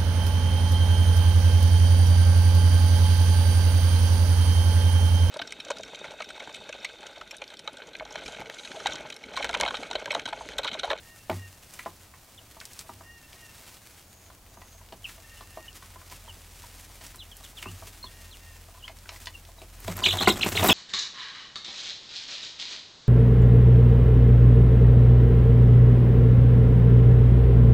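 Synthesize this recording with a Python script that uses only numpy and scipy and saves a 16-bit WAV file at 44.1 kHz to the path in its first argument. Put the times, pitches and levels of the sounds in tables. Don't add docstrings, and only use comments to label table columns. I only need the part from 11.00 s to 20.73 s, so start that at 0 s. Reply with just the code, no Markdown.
import sys
import numpy as np
from scipy import signal
from scipy.fft import rfft, irfft
from scipy.io import wavfile
from scipy.ndimage import uniform_filter1d, map_coordinates

SR = 44100
rng = np.random.default_rng(int(sys.argv[2]) if len(sys.argv) > 2 else 0)


def materialize(psi):
    bounded = np.clip(np.atleast_2d(psi).T, -1, 1)
    quanta = np.round(bounded * 32767).astype(np.int16)
    wavfile.write(sys.argv[1], SR, quanta)


def invert_db(level):
    return 10 ** (np.asarray(level, dtype=float) / 20)


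N = 429093


def evened(x):
    return x / np.sqrt(np.mean(x ** 2) + 1e-20)


def read(points, hz):
    f, value = np.transpose(points)
    return np.interp(np.log(hz + 1), np.log(f + 1), value)


def add(mix, s, sound):
    part = mix[round(s * SR):][:len(sound)]
    part += sound[:len(part)]


def follow(rows):
    s, *columns = np.transpose(rows)
    t = np.arange(s[0], s[-1], 1 / SR)
    return [t] + [np.interp(t, s, c) for c in columns]


def coloured(x, spectrum):
    gain = invert_db(read(spectrum, np.fft.rfftfreq(len(x), 1 / SR)))
    return evened(irfft(rfft(x) * gain, len(x)))


def wander(n, hz):
    knots = rng.standard_normal(int(n / SR * 400) + 8)
    return map_coordinates(knots, [np.arange(n) * np.clip(hz, 1, 400) / SR], order=2)


def phase(hz):
    return 2 * np.pi * np.cumsum(hz) / SR


def ring(hz, t60):
    t = np.arange(SR // 4) / SR
    return invert_db(-60 * t / t60) * np.sin(2 * np.pi * hz * t)


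def crackle(n, per_s, spread_db, hiss):
    size = invert_db(spread_db * np.minimum(rng.exponential(1, n), 4)) * rng.standard_normal(n)
    return size * (rng.random(n) < per_s / SR) + hiss * rng.standard_normal(n)


def whistle(hz, db, octave_db):
    turn = phase(hz)
    tremor_db = 3 * wander(len(hz), 224.3)
    return invert_db(db + tremor_db) * (np.sin(turn) + invert_db(octave_db) * np.sin(2 * turn))


# t/s, level/dB
ECHOES = [(.0021, -71), (.0047, -43), (.0073, -27), (0.0122, -26.5), (.0168, -22), (.0235, -45)]
# f/Hz, t60/s
SHED = [(90, 0.42), (300, 0.15), (1000, 0.11), (4000, 0.12), (12000, 0.083)]


def shed(x, tail_db):
    taps = np.zeros(SR // 2)
    at = np.arange(200, SR // 2 - 20, 20)
    taps[at + rng.integers(0, 20, len(at))] = rng.choice([-1., 1.], len(at))
    hz, t, z = signal.stft(taps, SR, nperseg=256)
    tail = signal.istft(z * invert_db(-60 * t / read(SHED, hz)[:, None]), SR, nperseg=256)[1]
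    room = invert_db(tail_db) * tail / np.linalg.norm(tail)
    direct = (0.0015, 0.038)
    for k, (s, db) in enumerate([direct, *ECHOES]):
        add(room, s, np.array([(-1) ** k * invert_db(db)]))
    return signal.fftconvolve(x, room / np.linalg.norm(room))[:N]


# f/Hz, level/dB per Hz
FLOOR = [(20, -5.5), (66, 3), (92, 4), (135, -4), (335, -12.5), (700, -11), (2400, -23.5), (15800, -23)]


def floor():
    return invert_db(-55 + 0.054 * wander(N, 3.6)) * coloured(rng.standard_normal(N), FLOOR)


# t/s, f/Hz, level/dB
MOTOR = [
    (3.1, 49.97, -66),
    (3.45, 40.05, -58),
    (3.7, 43.5, -62),
    (6.2, 42.11, -56.5),
    (8.53, 42.42, -55.5),
    (8.86, 40.9, -50),
    (9.73, 41.5, -54),
]


def motor():
    out = np.zeros(N)
    t, hz, db = follow(MOTOR)
    octave_db = -55 + 0.085 * (db + 63)
    turn = phase(hz)
    hum = invert_db(db + 5.5) * np.sin(turn)
    octave = invert_db(octave_db + 0.5 + 1.47 * wander(len(t), 9.4)) * np.sin(2 * turn)
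    add(out, t[0], (hum + octave) * np.clip((t - t[0]) / 0.63, 0, 1))
    return out


# t/s, length/s, f/Hz, level/dB
INSECT = [
    (3.032, 0.28, 6706, -64),
    (3.464, 0.37, 6515, -63),
]


def insect():
    out = np.zeros(N)
    for s, length, start_hz, db in INSECT:
        t = np.arange(s, s + length, 1 / SR)
        hz = start_hz - 1100 * (t - s) ** 2
        db = db - 9 * (1 - (t - s) / length) ** 2
        fuzz = evened(uniform_filter1d(uniform_filter1d(rng.standard_normal(len(t)), 50), 30))
        add(out, t[0], invert_db(db + 5.0) * fuzz * np.sin(phase(hz)) * signal.windows.tukey(len(t), .3))
    return out


# t/s, length/s, top of the second harmonic f/Hz, level/dB, place of the swell (0-1)
FAR_BIRD = [(0.02, 0.228, 1860, -59, 0.5), (0.345, 0.14, 1893, -53.5, 0.74), (0.52, 0.05, 1846, -63, 0.3),
            (2.025, 0.23, 1871, -56, 0.43), (2.335, 0.17, 1886, -55.5, 0.7),
            (2.53, 0.041, 1850, -60.5, 0.28), (2.23, 0.12, 1830, -63.5, 0.45), (4.44, 0.11, 1849, -60, 0.5),
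            (0.24, 0.11, 1796, -67.5, 0.4), (4.23, 0.225, 1853, -57, 0.3), (4.52, 0.2, 1864, -56.5, 0.6),
            (7.065, 0.24, 1874, -60, .6), (7.385, 0.19, 1860, -57.5, 0.58)]
# multiple, level/dB
FAR_BIRD_ORDERS = [(2, 1), (3, -3), (6, -12), (7, -14)]


def far_bird():
    out = np.zeros(N)
    for s, length, top_hz, db, swell in FAR_BIRD:
        t = np.arange(s, s + length, 1 / SR)
        u = (t - s) / length
        below_top = np.interp(u, [0, 0.43, 0.813, 1], [0.0206, 0, 0.03133, 0.03133])
        hz = top_hz * (1 - below_top)
        db = db - 10 * (u - swell) ** 2 * 2
        turn = phase(hz * (1 + 0.0052 * wander(len(t), 24.6))) / 2
        note = sum(invert_db(d + 3.3 * wander(len(t), 105)) * np.sin(k * turn) for k, d in FAR_BIRD_ORDERS)
        add(out, t[0], invert_db(db - 0.5) * note * signal.windows.tukey(len(t), .1))
    return shed(out, tail_db=-2)


# t/s, level/dB
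BUSTLE = [(0, -55.5), (0.6, -56.5), (1.4, -58.5), (1.75, -50), (2.07, -60.5), (2.45, -52.5), (3, -57.5),
          (3.42, -62), (3.7, -59.5), (4.3, -53.5), (5.2, -54), (5.75, -51), (6.3, -56), (6.75, -51.5),
          (7.15, -52), (8, -57), (8.3, -61.5), (8.75, -54)]
# t/s of the peak, level/dB, length/s
RAKES = [(0.335, -49.5, 0.154), (0.738, -49, 0.285), (1.785, -47.5, 0.061), (2.675, -51, 0.13),
         (2.908, -51, 0.11), (4.087, -44.5, 0.083), (4.748, -50, 0.052), (5.114, -45, 0.07),
         (5.795, -48, 0.032), (6.044, -45, 0.07), (6.442, -49, 0.135), (6.627, -42, 0.038),
         (6.719, -51, 0.17), (6.871, -43.5, 0.036), (8.143, -46.5, 0.257), (8.833, -48.5, 0.234)]
# f/Hz, level/dB per Hz
SHAVINGS = [(290, 3.5), (500, -2), (1030, 2), (2420, 3.5), (3670, 2), (8010, 1.5), (12700, -3.5),
            (15800, -3.5)]


def stirring():
    t = np.arange(N) / SR
    power = invert_db(np.interp(t, *np.transpose(BUSTLE))) ** 2 * (t < 8.9)
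    rise = 0.223
    for s, db, length in RAKES:
        away = np.maximum((s - t) / rise, (t - s) / (1 - rise)) / length
        power = power + invert_db(db - 11.5 * away) ** 2
    grains = coloured(crackle(N, 6000, spread_db=4.5, hiss=0.846), SHAVINGS)
    return np.sqrt(power) * invert_db(2.17 * wander(N, 60)) * grains


# t/s, peak level/dB, centre f/Hz
SNAPS = [(0.2976, -11.5, 2500), (0.7228, -33, 5470), (0.737, -25.5, 7760), (0.7905, -21.5, 2400),
         (0.852, -25.5, 3160), (1.601, -21, 4470), (1.611, -29, 7650), (1.6523, -20, 7250),
         (1.732, -26, 7890), (1.7904, -15.5, 6230), (2.329, -25, 3660), (4.0906, -35, 3450),
         (4.728, -32, 5600), (5.098, -26.5, 4620), (5.1215, -40, 3967), (5.808, -28.5, 7760),
         (6.0641, -24.5, 6680), (6.158, -28, 10540), (6.3669, -26.5, 10470), (6.627, -20.5, 2650),
         (6.865, -46, 3740), (7.876, -34, 2680), (7.9866, -30, 6460), (8.091, -36.5, 3400),
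         (8.1598, -26, 4330), (8.257, -20.5, 5120), (8.45, -28, 4070), (3.262, -33, 3000),
         (3.463, -31, 2300), (3.68, -35, 3200), (3.887, -32, 4000), (4.152, -34, 2600), (4.18, -31, 2400),
         (4.228, -37, 2600)]


def snaps():
    out, t = np.zeros(N), np.arange(800) / SR
    click = 1. * (t == 0)
    tick = signal.lfilter(*signal.butter(1, 900, "high", fs=SR), click)
    for s, db, hz in SNAPS:
        burst = rng.standard_normal(800) * invert_db(-9.0 - 60 * t / 0.04) + 3.2 * click
        band = signal.butter(2, np.clip([hz * 0.55, hz * 1.406], 300, 20000), "band", fs=SR)
        add(out, s, invert_db(db - 5.5) * (signal.lfilter(*band, burst) + invert_db(0.5) * tick))
    return out


# f/Hz, level/dB, t60/s
BOARDS = [(96, -5, 0.36), (170, -8, 0.14), (250, 1.5, 0.09), (370, 1, 0.07)]


def blow(modes, db, hz, crack_db, thump_db):
    t = np.arange(SR // 4) / SR
    nearest_hz = min((row[0] for row in modes), key=lambda f: abs(np.log(f / hz)))
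    bend = hz / nearest_hz
    body = np.zeros(len(t))
    for f, mode_db, t60 in modes:
        strength, detune = rng.uniform(-0.56, 1, 2)
        focus_db = -13 * abs(np.log2(bend * f / hz))
        body += invert_db(mode_db + 3.5 * strength + focus_db) * ring(bend * f * (1 + 0.0371 * detune), t60)
    body *= 1 - np.exp(-t / 0.0016)
    crack_band = signal.butter(2, [1600, 4800], "band", fs=SR)
    crack = signal.lfilter(*crack_band, 1.078 * rng.standard_normal(len(t)) * invert_db(-60 * t / 0.023))
    thump = sum(invert_db(d) * ring(f, t60) * (1 - np.exp(-t * f / 4)) for f, d, t60 in BOARDS)
    return invert_db(db - 1.5) * (body / abs(body).max() + invert_db(crack_db) * crack + invert_db(thump_db - 1.5) * thump)


# f/Hz, level/dB, t60/s
TRAY = [(376, 0.5, 0.041), (489, -14, 0.083), (636, 4.5, 0.032), (731, 3.5, 0.0392), (841, 9, 0.02),
        (1050, 12.5, 0.01936), (1161.7, -7, 0.0597), (1397, 17, 0.0092), (1716, 16, 0.0085),
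        (2050, 7.5, 0.017), (2450, 4, 0.0224), (2750, 11.5, 0.0081)]
# t/s, peak level/dB, ring f/Hz
PECKS = [(1.136, -41, 1094), (2.338, -46, 620), (3.3, -37, 1147), (3.615, -38, 810), (3.811, -43.5, 942.8),
         (4.823, -34, 1188), (5.014, -38.5, 1200), (5.277, -36.5, 942), (5.637, -37, 952),
         (5.897, -42, 841.2), (6.402, -43, 900), (6.625, -26.5, 2812), (7.684, -45, 780),
         (7.745, -43, 1023), (8.056, -37, 1490), (8.487, -43, 696), (0.2964, -26, 2090), (.312, -24.5, 713),
         (.327, -34, 1869), (1.137, -39, 1820), (3.617, -40, 1955), (1.28, -54, 541), (1.41, -52, 495),
         (1.566, -38.5, 900), (1.842, -50, 660), (2.605, -50, 678.6), (0.864, -31, 1050), (3.511, -51, 668),
         (3.745, -52.5, 681), (4.178, -45, 678), (5.246, -45, 660), (5.363, -52, 503), (6.53, -46, 845),
         (6.611, -58.5, 710), (6.872, -46, 416.5), (7.774, -43, 1034), (7.845, -45, 1034),
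         (7.894, -36, 670), (8.118, -39, 800), (8.14, -44, 1000), (8.159, -39, 2030), (8.579, -44, 782),
         (9.067, -26, 382.4), (9.394, -36.5, 329), (9.55, -23, 410)]


def pecks():
    out = np.zeros(N)
    for s, db, hz in PECKS:
        add(out, s, blow(TRAY, db, hz, crack_db=-7, thump_db=-16.5))
    return out


# t/s, peak level/dB, ring f/Hz, crack level/dB, thump level/dB
KNOCKS = [(0.295, -14.5, 627, -26.5, -4), (0.791, -27.5, 1970, -2, -26), (0.859, -21.5, 808, -34, -13.5),
          (1.611, -33.5, 1841, -2, -28), (1.891, -29, 939, -26, -6), (2.006, -38, 920, -35, -4.5),
          (3.57, -38.5, 938, -23, -2.5), (3.922, -33.5, 531.5, 0.5, -4), (4.091, -38, 1700, 2.5, -16),
          (4.407, -32, 1050, -3, -12), (4.571, -26, 630, -25, -20.5), (4.957, -36, 1020, -30, -9),
          (5.12, -35.5, 1005, -18, -8.5), (6.011, -41, 736, 7, -17), (6.143, -36.5, 1140, -1.5, -6),
          (6.656, -26.5, 1170, -18, 0.5), (6.821, -35.5, 784, -16, -10), (7.039, -31.5, 1004, -8, -5),
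          (7.878, -28, 2050, 0, -22), (8.09, -33.5, 1293, 11.5, -27.5), (8.269, -31, 967, 12, -24),
          (8.616, -36.5, 490, 4, -15.5)]


def knocks():
    out = np.zeros(N)
    for s, *hit in KNOCKS:
        add(out, s, blow(TRAY, *hit))
    return out


# f/Hz, level/dB, t60/s
FEEDER = [(245, -2.5, 0.0835), (374, 1.5, 0.0338), (619, -5.5, 0.04), (721.2, 5, 0.027),
          (902.8, -5.5, 0.0553), (1040, 4.5, 0.034), (1397, 1.5, 0.033), (2037, 5, 0.021), (2450, -1, .02)]
# t/s, peak level/dB, ring f/Hz, crack level/dB, thump level/dB
BUMPS = [(8.878, -21, 584, -2, -3), (8.885, -31.5, 180, -20, 1), (8.975, -32, 852, 2, -24),
         (9.019, -24, 1021, -23, -4), (9.136, -20, 727, -0.5, -9.5), (9.207, -20, 800, -16.5, 0),
         (9.229, -21, 640, 0, -21), (9.2717, -5.5, 2076, -19, -30), (9.2728, -5, 727, -19, -31),
         (9.272, -7, 1040, -22.5, -27), (9.274, -7, 367, -31, -21), (9.462, -34.5, 900, 1, -4),
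         (9.519, -28.5, 617, 7.5, 6), (9.629, -13.5, 626.5, -17, -31), (9.643, -15, 730, -10, -15),
         (9.689, -9, 731, -4, -13.5), (9.704, -16, 620, 0, -7), (9.288, -19, 245, -20, -20),
         (9.44, -27, 344.5, -15, -11), (9.461, -23.5, 350, -12, -15), (9.606, -24.5, 315, -15, -14),
         (9.644, -15, 380, -15, -12), (9.684, -21.5, 282, -19.5, -17), (9.7, -16.5, 245, -20, -18),
         (9.64, -17, 917, -10, -20)]


def bumps():
    out = np.zeros(N)
    for s, *hit in BUMPS:
        add(out, s, blow(FEEDER, *hit))
    return out


# t/s, length/s, start f/Hz, end f/Hz, level/dB
PEEPS = [(1.374, 0.0197, 3820, 2750, -50), (4.04, 0.022, 3260, 2450, -38.5),
         (4.367, 0.016, 2880, 3054, -54), (4.679, 0.0072, 3108, 2900, -46), (5.28, 0.036, 3274, 2810, -50),
         (6.183, 0.017, 4020, 4140, -52), (6.193, 0.0357, 4005, 2760, -45.5),
         (6.312, 0.0213, 3460, 2986, -50), (6.432, 0.033, 4140, 2800, -52),
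         (6.567, 0.029, 3830, 2670, -47.5), (6.651, 0.044, 2560, 2988, -47.5),
         (7.025, 0.023, 4261, 4370, -44.5), (7.041, 0.036, 4250, 3300, -54),
         (7.062, 0.0183, 3270, 3440, -57), (7.307, 0.0424, 4440, 2670, -51),
         (7.792, 0.0279, 3410, 3070, -61), (7.823, 0.031, 2836, 3283, -47), (8.335, 0.027, 3072, 2700, -51),
         (8.582, 0.011, 4080, 3890, -54.5), (9.023, 0.0091, 4770, 5100, -39),
         (9.059, 0.0037, 2544, 2400, -18.5), (9.063, 0.0096, 2340, 2671, -20),
         (9.061, 0.0094, 4810, 4867, -32), (9.068, 0.024, 2360, 2190, -43),
         (9.321, 0.0106, 5630, 4900, -40), (9.36, 0.0072, 3520, 3230, -38.5),
         (9.619, .005, 3587, 2890, -36), (9.649, 0.0036, 3500, 3000, -33), (9.704, 0.022, 2638, 2662, -26),
         (9.7, 0.024, 5237, 5440, -36)]


def peeps():
    out = np.zeros(N)
    for s, length, start_hz, end_hz, db in PEEPS:
        u = np.arange(int(length * SR)) / (length * SR)
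        sag_hz = 0.03 * start_hz * np.sin(np.pi * u)
        hz = start_hz + (end_hz - start_hz) * u - sag_hz
        level_db = db + 4.5 - 1.7 * np.log2(hz / hz.mean())
        add(out, s, whistle(hz, level_db, octave_db=-28.5) * signal.windows.tukey(len(u), .3))
    return out


# t/s, swish level/dB, slap level/dB, length/s
STROKES = [(8.829, 1.5, -9, 0.013), (8.877, 11, -5, 0.0112), (8.905, 7.5, 7, 0.024),
           (8.963, 6.5, -5, 0.019), (8.994, 2.5, 5.5, 0.0186), (9.026, -1, -1, 0.017),
           (9.053, 0.5, 5.5, 0.025), (9.065, 0, 4.5, 0.013), (9.131, 3.5, 4.5, 0.02),
           (9.159, 0.5, 7, 0.0186), (9.21, 4, 10.5, 0.0194), (9.225, 6, 10.5, 0.017),
           (9.28, 10.5, 9.5, 0.0175), (9.323, 1.5, -6, 0.017), (9.361, 1.5, 0.5, 0.024),
           (9.397, -1, 1.5, 0.0294), (9.434, 2.5, 2, .02), (9.46, 6, 11.5, 0.0104),
           (9.477, 4.5, -15, 0.0275), (9.526, 3, -6, 0.019), (9.553, 5.5, 3.5, 0.0216),
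           (9.593, -0.5, 7.5, 0.0393), (9.629, -6.5, 4, 0.019), (9.645, 2, 7, 0.0287),
           (9.686, -6.5, -1, 0.013), (9.69, 1, 3, .015), (9.704, -3.5, 5, 0.0163)]


def beats(t, column):
    power = invert_db(-6.5) ** 2
    for row in STROKES:
        away = (t - row[0]) / row[3]
        power = power + invert_db(row[column]) ** 2 * np.exp(-np.where(away < 0, 2.55 * away, away) ** 2)
    return np.sqrt(power)


# t/s, level/dB
FLAPPING = [
    (8.78, -54),
    (8.85, -52.5),
    (9.1, -42.5),
    (9.29, -39.5),
    (9.366, -42),
    (9.5, -41.5),
    (9.6, -38.5),
    (9.66, -30.5),
    (9.73, -28),
]
# t/s, level/dB
DOWNSTROKES = [
    (8.88, -39),
    (9.06, -33.5),
    (9.13, -31),
    (9.29, -48),
    (9.51, -30.5),
    (9.601, -25),
    (9.69, -33),
]
# f/Hz, level/dB per Hz
FEATHERS = [(71, -37), (120, 1.5), (416, 0), (507, -5.5), (780, 0), (1000, -2.5), (6000, -19.5),
            (13200, -100)]
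# f/Hz, level/dB per Hz
SWISH = [(2000, -1.5), (2590, -5.5), (3110, -7), (4360, -9.5), (7800, -4), (10000, -14.5), (13400, -9.5),
         (15800, -22)]


def wings():
    t, swish_db = follow(FLAPPING)
    slap_db = -45.0 + 0.903 * (swish_db + 44.5)
    push = invert_db(-46 + 0.383 * (swish_db + 42))
    push_s = 0.0806
    for s, db in DOWNSTROKES:
        push = push + invert_db(db) * np.exp(-((t - s) / push_s * 2) ** 2)
    strokes = invert_db(3.3 * wander(len(t), 120))
    scuffs = crackle(len(t), 1400, spread_db=2.3, hiss=0.2)
    slaps = coloured(strokes * beats(t, column=2) * scuffs, FEATHERS)
    low_air = [(40, -25), (70, -2.0), (95, 14.0), (130, -9.0), (300, -23.5)]  # f/Hz, level/dB per Hz
    air = coloured(rng.standard_normal(len(t)), low_air)
    grains = crackle(len(t), 2500, spread_db=3.5, hiss=0.27)
    swish = coloured(strokes * beats(t, column=1) * grains, SWISH)
    out = np.zeros(N)
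    add(out, t[0], invert_db(slap_db + 5.0) * slaps + invert_db(-7.0) * push * air + invert_db(swish_db + 5.0) * swish)
    return out


# t/s, peak level/dB
QUILLS = [(8.8013, -31), (8.9669, -19), (9.0497, -27), (9.1086, -26), (9.2004, -24), (9.278, -20.5),
          (9.4465, -19.5), (9.494, -18.5), (9.5937, -27), (9.6056, -24), (9.6386, -9.5), (9.6755, -5.5),
          (9.6455, -11), (9.6575, -10), (9.662, -18), (9.325, -26), (9.392, -30), (8.878, -30),
          (8.908, -33.5), (9.309, -26), (9.318, -26), (9.481, -20.5), (9.5, -29.5), (9.5518, -29),
          (9.56, -27), (9.617, -23), (9.651, -18), (9.667, -11.5), (9.682, -15), (9.692, -16),
          (9.6975, -16), (9.704, -22), (9.71, -19), (9.718, -18), (9.721, -20)]


def quills():
    out, t = np.zeros(N), np.arange(600) / SR
    for s, db in QUILLS:
        fizz = rng.standard_normal(600) * invert_db(-3.0 - 60 * t / .02)
        add(out, s, invert_db(db - 3.5) * (fizz + 2.8 * (t == 0)))
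    return signal.lfilter(*signal.butter(2, (10760, 15200), "band", fs=SR), out)


def trill(dips):
    s, dip_hz, db, top_hz = np.transpose(dips)
    entry_s = 0.0036 + abs(top_hz[0] - dip_hz[0]) / 220000
    s, db = np.r_[s[0] - entry_s, s], np.r_[db[0] - 25, db]
    t = np.arange(s[0], s[-1], 1 / SR)
    place = np.interp(t, s, np.arange(len(s)))
    lean, roundness = 0.84, 0.88
    arch = np.sin(np.pi * (place % 1) ** lean) ** roundness * (place > 1)
    straight_hz = np.interp(t, s, np.r_[top_hz[0], dip_hz])
    hz = straight_hz + arch * (top_hz[place.astype(int)] - straight_hz)
    hz = hz * (1 + .022 * wander(len(t), 323.3))
    level_db = np.interp(t, s, db) - 11 * arch * (1.3 - place % 1) + 4.5
    return t[0] - .002, whistle(hz, level_db, octave_db=-17) * signal.windows.tukey(len(t), .08)


# t/s, dip f/Hz, level/dB, top f/Hz before it
DIPS = [(9.042, 2750, -19, 5220), (9.063, 2816, -17, 4250), (9.093, 3324, -23, 3950),
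        (9.112, 2806, -22.5, 4120), (9.134, 2520, -26, 4130), (9.172, 3200, -29.5, 3170),
        (9.192, 3070, -25.5, 4000), (9.214, 3200, -23.5, 3940), (9.229, 3857, -22.5, 4250),
        (9.243, 3036, -43, 3604), (9.262, 2811, -28.5, 3158), (9.29, 2480, -19, 4440),
        (9.312, 3133, -23, 4070), (9.335, 2900, -52.5, 3920), (9.412, 2662, -22, 2620),
        (9.436, 1940, -20, 4150), (9.553, 2665, -26.5, 2645), (9.578, 1910, -18.5, 4250),
        (9.602, 3120, -30, 3817), (9.686, 3920, -19.5, 3922), (9.702, 2440, -15, 3625),
        (9.727, 3160, -16, 3590)]


def squeals():
    out, rows = np.zeros(N), np.array(DIPS)
    breaths = np.flatnonzero(np.diff(rows[:, 0]) > .033) + 1
    for dips in np.split(rows, breaths):
        add(out, *trill(dips))
    return out


def scene():
    outdoors = motor() + insect() + far_bird()
    litter = shed(snaps() + quills() + stirring(), tail_db=-15.5)
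    blows = shed(pecks() + knocks() + bumps(), tail_db=-6.0)
    flapping = shed(wings(), tail_db=-15.0)
    voices = shed(peeps() + squeals(), tail_db=-6.5)
    mono = floor() + outdoors + litter + blows + flapping + voices
    return np.array([mono, mono])


def roll_off(x):
    return signal.sosfilt(signal.butter(12, 16800, fs=SR, output="sos"), x)


# f/Hz, level/dB per Hz
MISMATCH = [(24, -30), (40, -4), (397, -1.5), (606, -3.5), (7910, -3.5), (8730, -11), (15500, -36)]


def record(dry):
    side = invert_db(-66.5) * coloured(rng.standard_normal(N), MISMATCH)
    treble = signal.lfilter(*signal.butter(2, 6000, "high", fs=SR), dry[0])
    side = side + invert_db(-30) * np.roll(treble, 37)
    band_limit = signal.firwin(511, 15900, window=("kaiser", 9), fs=SR)
    limited = signal.oaconvolve(dry + [side, -side], band_limit[None], "same")
    return roll_off(limited)


dry = scene()
out = record(dry)
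materialize(out)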